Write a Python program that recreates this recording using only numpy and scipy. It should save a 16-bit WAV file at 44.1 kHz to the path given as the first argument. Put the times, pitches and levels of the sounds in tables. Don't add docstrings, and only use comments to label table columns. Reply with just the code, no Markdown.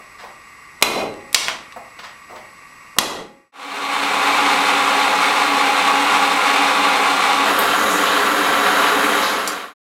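import sys
import numpy as np
from scipy import signal
from scipy.fft import rfft, irfft, next_fast_len
from scipy.io import wavfile
from scipy.ndimage import uniform_filter1d, map_coordinates

SR = 44100
rng = np.random.default_rng(int(sys.argv[2]) if len(sys.argv) > 2 else 0)


def generate_wav(sig):
    pcm = np.round(np.clip(np.atleast_2d(sig).T, -1, 1) * 32767).astype(np.int16)
    wavfile.write(sys.argv[1], SR, pcm)


N = 433493
T = np.arange(N) / SR
EVENT_SAMPLES = SR // 2
DRILL_START_S, LIFT_S, END_S = 3.52, 7.45, 9.739


# start_s, crack_db, thud_db, ring_db, crunch_db, touch_lead_s, touch_db, rock_db
HAMMER_BLOWS = [(0.8243, 10, 5, 1.5, -6, 0.011, -24.5, -6),
                (1.3453, 3, -12.5, -31.5, 4.5, .016, -14.5, -38),
                (2.9854, 13, 6, -9.5, -10.5, 0.019, -34, -18)]
# pitch_hz, level_db
CHISEL_MODES = [(1055, -20), (1147, -2), (2046, -12.5), (2476, 8), (2536, 4.5), (2789, -7.5), (3381, -10),
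                (3817, -20.5), (4005, 3.5), (4048, 3.5), (5044, -17), (5523, -10), (7095, -21), (8463, -15),
                (10520, -27)]
# pitch_hz, level_db
BENCH_FRAME_MODES = [(545, 3.5), (830, 0), (375, -4)]
def chisel(tilt_db_per_oct=5, ring_t60_s=0.11, drone_t60_s=2.1):
    out = np.zeros(N)
    for start_s, crack_db, thud_db, ring_db, crunch_db, touch_lead_s, touch_db, _ in HAMMER_BLOWS:
        touch = contact(touch_db, thud_db - 31.5, tilt_db_per_oct=9, t60_s=0.006)
        add(out, start_s - touch_lead_s, touch)
        add(out, start_s, contact(crack_db, thud_db, tilt_db_per_oct, t60_s=0.033))
        ring = amp(ring_db) * ringing(CHISEL_MODES, tilt_db_per_oct) * decay(ring_t60_s, rise_s=0.00077)
        crunch = amp(crunch_db) * band(4540, width_oct=0.67) * decay(0.035, rise_s=0.00068)
        add(out, start_s, room(np.pad(ring + crunch, (0, EVENT_SAMPLES)), wet_db=-3))
        drone = amp(thud_db - 41) * ringing(BENCH_FRAME_MODES, tilt_db_per_oct)
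        add(out, start_s, drone * decay(drone_t60_s, rise_s=0.01))
    return out


# freq_hz, density_db
CRACK_SPECTRUM = [(180, -43.5), (300, -22.5), (593, -22), (870, -10.5), (1120, 6), (1660, -5.5), (2000, 6),
                  (2980, -3.5), (4020, -3), (4520, -7), (8640, -16), (12700, -25.5), (16000, -45.5)]
# freq_hz, density_db
THUD_SPECTRUM = [(25, -17.5), (70, -18.5), (140, -14.5), (250, -8), (480, -3), (750, -1.5), (1100, 0.5),
                 (1600, -10.5), (5000, -42)]
def contact(crack_db, thud_db, tilt_db_per_oct, t60_s):
    tilted = [(hz, db + tilt_db_per_oct * np.log2(hz)) for hz, db in CRACK_SPECTRUM]
    crack = amp(crack_db) * noise(tilted, EVENT_SAMPLES) * decay(t60_s, rise_s=0.00034)
    thud = amp(thud_db) * pulse(THUD_SPECTRUM)
    tail_pad = (0, EVENT_SAMPLES)
    return room(np.pad(crack, tail_pad), wet_db=-4) + room(np.pad(thud, tail_pad), wet_db=8)


# start_s, level_db, t60_s
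FLAKE_LANDINGS = [(1.141, -26, 0.0037), (1.211, -37.5, .006), (1.36, 11, 0.0036), (1.4835, 6, 0.0018),
                  (1.722, -37, 0.059), (2.36, -41.5, 0.055)]
# freq_hz, density_db
SCRAPE_SPECTRUM = [(300, -29), (650, -2.5), (950, 2), (1700, -1), (3000, -5.5), (5000, -10), (9000, -26.5),
                   (16000, -37)]
def flakes():
    clicks, skitters = np.zeros(N), np.zeros(N)
    for start_s, level_db, t60_s in FLAKE_LANDINGS:
        click = amp(level_db) * noise(CRACK_SPECTRUM, EVENT_SAMPLES)
        skitter = amp(level_db - 20.5) * noise(SCRAPE_SPECTRUM, EVENT_SAMPLES)
        add(clicks, start_s, click * decay(t60_s, rise_s=0.0002))
        add(skitters, start_s, skitter * decay(0.057, rise_s=0.004))
    return room(clicks, wet_db=-10) + room(skitters, wet_db=-1)


# freq_hz, density_db
ROCK_SPECTRUM = [(30, -19), (80, -9), (130, -3), (300, -0.5), (520, 4), (800, 9), (1500, -38)]
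# start_s, knock_db, scrape_db, t60_s
SLAB_SHIFTS = [(0.0, -36.5, -55, 0.069), (0.182, -42, -35.5, 0.27), (0.234, -31, -45.5, 0.13),
               (1.76, -25, -53, 0.082), (1.988, -35, -27, 0.066), (2.03, -43, -29.5, 0.17),
               (2.29, -33, -45, 0.31), (2.356, -32.5, -35.5, 0.099)]
# freq_hz, density_db
KNOCK_SPECTRUM = [(100, -17), (300, -10), (480, -1), (750, 3), (1100, 2.5), (1600, -14.5), (4000, -33)]
def slab(rock_delay_s=0.133, rise_per_t60=0.062):
    out = np.zeros(N)
    for start_s, *_, rock_db in HAMMER_BLOWS:
        rock = amp(rock_db) * noise(ROCK_SPECTRUM, EVENT_SAMPLES)
        add(out, start_s + rock_delay_s, rock * decay(0.082, rise_s=0.0099))
    for start_s, knock_db, scrape_db, t60_s in SLAB_SHIFTS:
        knock = amp(knock_db) * noise(KNOCK_SPECTRUM, EVENT_SAMPLES)
        scrape = amp(scrape_db) * noise(SCRAPE_SPECTRUM, EVENT_SAMPLES)
        add(out, start_s, (knock + scrape) * decay(t60_s, rise_per_t60 * t60_s))
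    return room(out, wet_db=-1)


# freq_hz, density_db
FRAME_SPECTRUM = [(25, -33), (65, -19), (100, -18.5), (130, -23), (165, -18), (190, -2), (235, -7.5),
                  (290, 5), (340, -11), (410, 3.5), (455, -0.5), (530, 3), (640, -6), (900, -32)]
def drill(lift_length_s=0.057):
    free = ramp(LIFT_S, lift_length_s)
    pressed, lifted = np.sqrt(1 - free), np.sqrt(free)
    frame = amp(-27.5 + 4 * free) * noise(FRAME_SPECTRUM)
    bit = amp(-14.5) * (pressed * grinding_bit() + lifted * free_bit())
    rush = frame + bit + spray(pressed, lifted)
    hum = drill_motor(pressed, lifted)
    return amp(-0.96) * room(rush, wet_db=-10) + hum


# freq_hz, density_db
GRIND_SPECTRUM = [(350, -45), (600, -20.5), (823, -1.5), (931, -7), (1130, -1.5), (1530, -8.5), (1880, -11),
                  (2070, -7), (2540, -10), (3250, -15), (4160, -16.5), (4780, -22), (8050, -27.5),
                  (12000, -34), (16000, -53.5)]
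# centre_hz, width_hz, level_db
GRIND_RESONANCES = [(2420, 480, -11.5), (3590, 350, -1), (4140, 180, -3.5), (8100, 740, -14)]
def grinding_bit(grit_rate_hz=300, slap_rate_hz=25):
    flutter_db = 0.89 * wobble(grit_rate_hz) + 0.79 * wobble(slap_rate_hz)
    grind = amp(-1.46) * noise(GRIND_SPECTRUM) + amp(-15) * resonant_noise(GRIND_RESONANCES)
    return amp(flutter_db) * grind


# freq_hz, density_db
SPIN_SPECTRUM = [(60, -54), (350, -24), (600, -34), (661, -4), (858, -7), (984, -5.5), (1160, 0),
                 (1260, -3), (1370, -2.5), (2270, -11), (3680, -15), (5710, -26), (6640, -44), (7730, -28),
                 (11500, -32.5), (16000, -44.5)]
# centre_hz, width_hz, level_db
SING_RESONANCES = [(3885, 150, 4.5), (4920, 200, -18), (6700, 1400, -4.5), (10280, 670, -7),
                   (11820, 940, -7.5)]
def free_bit():
    spin = amp(-1.4 + 0.91 * wobble(300) + wobble(30)) * noise(SPIN_SPECTRUM)
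    sing = amp(-16 + 1.8 * wobble(5.4)) * resonant_noise(SING_RESONANCES)
    return spin + sing


# pitch_hz, level_db
LOADED_TONES = [(279.9, -30.5), (409.1, -43), (511.4, -36.5), (662.1, -34.5), (742.9, -34), (807.5, -26.5),
                (839.8, -24), (1034, -30.5), (1125, -25.5), (1405, -30.5), (2024, -60), (2315, -31.5),
                (2476, -44), (2509, -32.5), (2789, -34.5)]
# pitch_hz, level_db
FREE_TONES = [(301.5, -34.5), (414.5, -34.5), (855.9, -32.5), (1066, -30.5), (1136, -33), (1335, -29.5),
              (1410, -54), (1776, -41.5), (1981, -36.5), (3138, -37), (3801, -41), (6788, -61)]
def drill_motor(pressed, lifted):
    loaded = amp(-2.5) * tones(LOADED_TONES, rate_hz=20, roughness=0.61)
    unloaded = amp(-1) * tones(FREE_TONES, rate_hz=18, roughness=2.1)
    return pressed * loaded + lifted * unloaded


# freq_hz, density_db
SPRAY_SPECTRUM = [(3000, -20), (5500, -3), (6900, 13.5), (8500, -1), (10200, 1), (12000, 3.5),
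                  (14000, -3.5), (15700, -13.5)]
def spray(pressed, lifted, hold_s=0.65, fall_db_per_s=43.5):
    seep = pressed * amp(-56.5)
    gush = lifted * amp(-37 - fall_db_per_s * np.maximum(T - LIFT_S - hold_s, 0))
    flutter_db = 1.5 * wobble(900) + 0.8 * wobble(20)
    return (seep + gush) * amp(flutter_db) * noise(SPRAY_SPECTRUM)


# start_s, click_db, centre_hz, width_oct, t60_s, ring_db
GUARD_CLICKS = [(7.5897, -6.5, 11000, 0.33, 0.011, -51.5), (9.038, -26.5, 9000, 0.65, .08, -57.5),
                (9.475, -7.5, 5800, 0.79, 0.034, -30)]
# pitch_hz, level_db
GUARD_MODES = [(3790, -8.5), (4743, 2), (5093, -14), (6250, -13), (8700, -24), (11725, -15.5)]
def guard(ring_t60_s=0.6):
    out = np.zeros(N)
    for start_s, click_db, centre_hz, width_oct, t60_s, ring_db in GUARD_CLICKS:
        add(out, start_s, amp(click_db) * band(centre_hz, width_oct) * decay(t60_s, rise_s=0.0004))
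        add(out, start_s, amp(ring_db) * ringing(GUARD_MODES) * decay(ring_t60_s, rise_s=0.0005))
    return room(out, wet_db=0)


# start_s, level_db, centre_hz, t60_s
WATER_GOUTS = [(7.9, -28.5, 7000, 0.65), (8.052, -22, 3200, 0.68), (8.832, -15.5, 2600, .15),
               (9.039, -12.5, 2170, 0.12), (9.124, -20, 2000, 0.11), (9.22, -22.5, 4000, 0.74)]
def splashes():
    out = np.zeros(N)
    for start_s, level_db, centre_hz, t60_s in WATER_GOUTS:
        add(out, start_s, amp(level_db) * band(centre_hz, width_oct=0.38) * decay(t60_s, rise_s=0.0066))
    return room(out, wet_db=-5.5)


# freq_hz, density_db
HISS_SPECTRUM = [(15, -53.5), (25, -7), (202, -4.5), (621, -10), (1180, -1.5), (1720, -6.5), (1910, -28),
                 (2780, -20.5), (3010, -18), (4870, -12.5), (6370, -18.5), (8100, -20.5), (8780, -21),
                 (12100, -19.5), (15000, -82)]
# centre_hz, width_hz, level_db
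WHIRR_RESONANCES = [(1124, 130, -3), (1890, 140, -11), (2040, 130, -5.5), (2258, 50, -7), (2480, 99, -9.5),
                    (2740, 150, -11.5)]
# pitch_hz, level_db
WHINE_TONES = [(1152, -60.5), (1179, -57), (1895, -55), (2180, -58), (5830, -71), (7870, -62.5)]
def workshop():
    hiss = amp(-50.5) * noise(HISS_SPECTRUM)
    whirr = amp(-47.5) * resonant_noise(WHIRR_RESONANCES)
    return hiss + whirr + tones(WHINE_TONES, rate_hz=28, roughness=0.06)


# freq_hz, t60_s
ROOM_DECAY = [(60, 0.51), (250, 0.93), (600, 0.48), (1500, 0.46), (4000, 0.39), (8000, 0.34), (15000, 0.3)]
def room(x, wet_db, rise_s=0.00068):
    hz, t, bins = signal.stft(rng.standard_normal(SR), SR, nperseg=256)
    t60_s = log_interp(ROOM_DECAY, hz)[:, None]
    _, tail = signal.istft(bins * amp(-60 * t / t60_s), SR, nperseg=256)
    tail *= 1 - np.exp(-T[:len(tail)] / rise_s)
    return x + amp(wet_db) * signal.fftconvolve(x, tail / np.linalg.norm(tail))[:len(x)]


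def amp(db):
    return 10 ** (np.asarray(db) / 20)


def unit_rms(x):
    return x / np.sqrt(np.mean(np.abs(x) ** 2) + 1e-20)


def log_interp(points, hz):
    freqs_hz, values = np.transpose(points)
    return np.interp(np.log(hz + 1), np.log(freqs_hz + 1), values)


def add(track, start_s, sound):
    part = track[max(round(start_s * SR), 0):][:len(sound)]
    part += sound[:len(part)]


def ramp(start_s, length_s):
    return np.clip((T - start_s) / length_s, 0, 1)


def decay(t60_s, rise_s):
    t = T[:EVENT_SAMPLES]
    return amp(-60 * t / t60_s) * (1 - np.exp(-t / rise_s))


def wobble(rate_hz):
    knots = rng.standard_normal(int(N * rate_hz / SR) + 4)
    return np.interp(T, T[::32], map_coordinates(knots, [T[::32] * rate_hz]))


def filtered(x, response):
    size = next_fast_len(len(x) + SR // 4)
    return irfft(rfft(x, size) * response(np.fft.rfftfreq(size, 1 / SR)), size)[:len(x)]


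def noise(spectrum, size=N):
    return unit_rms(filtered(rng.standard_normal(size), lambda hz: amp(log_interp(spectrum, hz))))


def resonant_noise(peaks):
    def response(hz):
        return sum(amp(db) / (1 + (2 * (hz - centre_hz) / width_hz) ** 2)
                   for centre_hz, width_hz, db in peaks)
    return unit_rms(filtered(rng.standard_normal(N), response))


def band(centre_hz, width_oct):
    bell = lambda hz: np.exp(-(np.log2((hz + 1) / centre_hz) / width_oct) ** 2 / 2)
    return unit_rms(filtered(rng.standard_normal(EVENT_SAMPLES), bell))


def ringing(modes, tilt_db_per_oct=0):
    t = T[:EVENT_SAMPLES]
    return unit_rms(sum(amp(db + tilt_db_per_oct * np.log2(hz))
                        * np.sin(2 * np.pi * (hz * t + rng.random())) for hz, db in modes))


def tones(lines, rate_hz, roughness):
    out = np.zeros(N)
    for pitch_hz, level_db in lines:
        depth = roughness * np.sqrt(pitch_hz / 1000)
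        flutter = unit_rms(1 + depth * (wobble(rate_hz) + 1j * wobble(rate_hz)))
        out += amp(level_db) * np.sqrt(2) * (flutter * np.exp(2j * np.pi * pitch_hz * T)).real
    return out


def pulse(spectrum, size=8192):
    magnitude = amp(log_interp(spectrum, np.fft.rfftfreq(size, 1 / SR)))
    cepstrum = irfft(np.log(magnitude))
    wave = irfft(np.exp(rfft(2 * cepstrum[:size // 2], size)))
    return np.pad(wave / np.abs(wave).max(), (0, EVENT_SAMPLES - size))


def gain_control(x, limit_db=-9, attack_s=0.0029, release_db_per_s=100):
    power = np.abs(uniform_filter1d(x[0] ** 2, size=96)) + 1e-12
    over_db = np.maximum(10 * np.log10(power) - limit_db, 0)
    held_db = np.maximum.accumulate(over_db + release_db_per_s * T) - release_db_per_s * T
    pole = np.exp(-1 / (attack_s * SR))
    return x * amp(-signal.lfilter([1 - pole], [1, -pole], held_db))


def fades(in_s=0.78, out_s=0.58):
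    fade_out = lambda end_s: 1 - ramp(end_s - out_s, out_s)
    return fade_out(DRILL_START_S) + ramp(DRILL_START_S, in_s) * fade_out(END_S)


def scene():
    chiselling = amp(2) * (chisel() + flakes() + slab() + workshop())
    drilling = amp(-0.81) * (drill() + guard() + splashes())
    mono = np.where(T < DRILL_START_S, chiselling, drilling)
    return np.array([mono, mono])


def record(dry):
    ceiling, stop_hz, edge_hz = 0.85, 16150, 400
    faded = np.clip(gain_control(dry), -ceiling, ceiling) * fades()
    low_pass = lambda hz: np.clip((stop_hz - hz) / edge_hz, 0, 1)
    return np.array([filtered(channel, low_pass) for channel in faded])


dry = scene()
out = record(dry)
generate_wav(out)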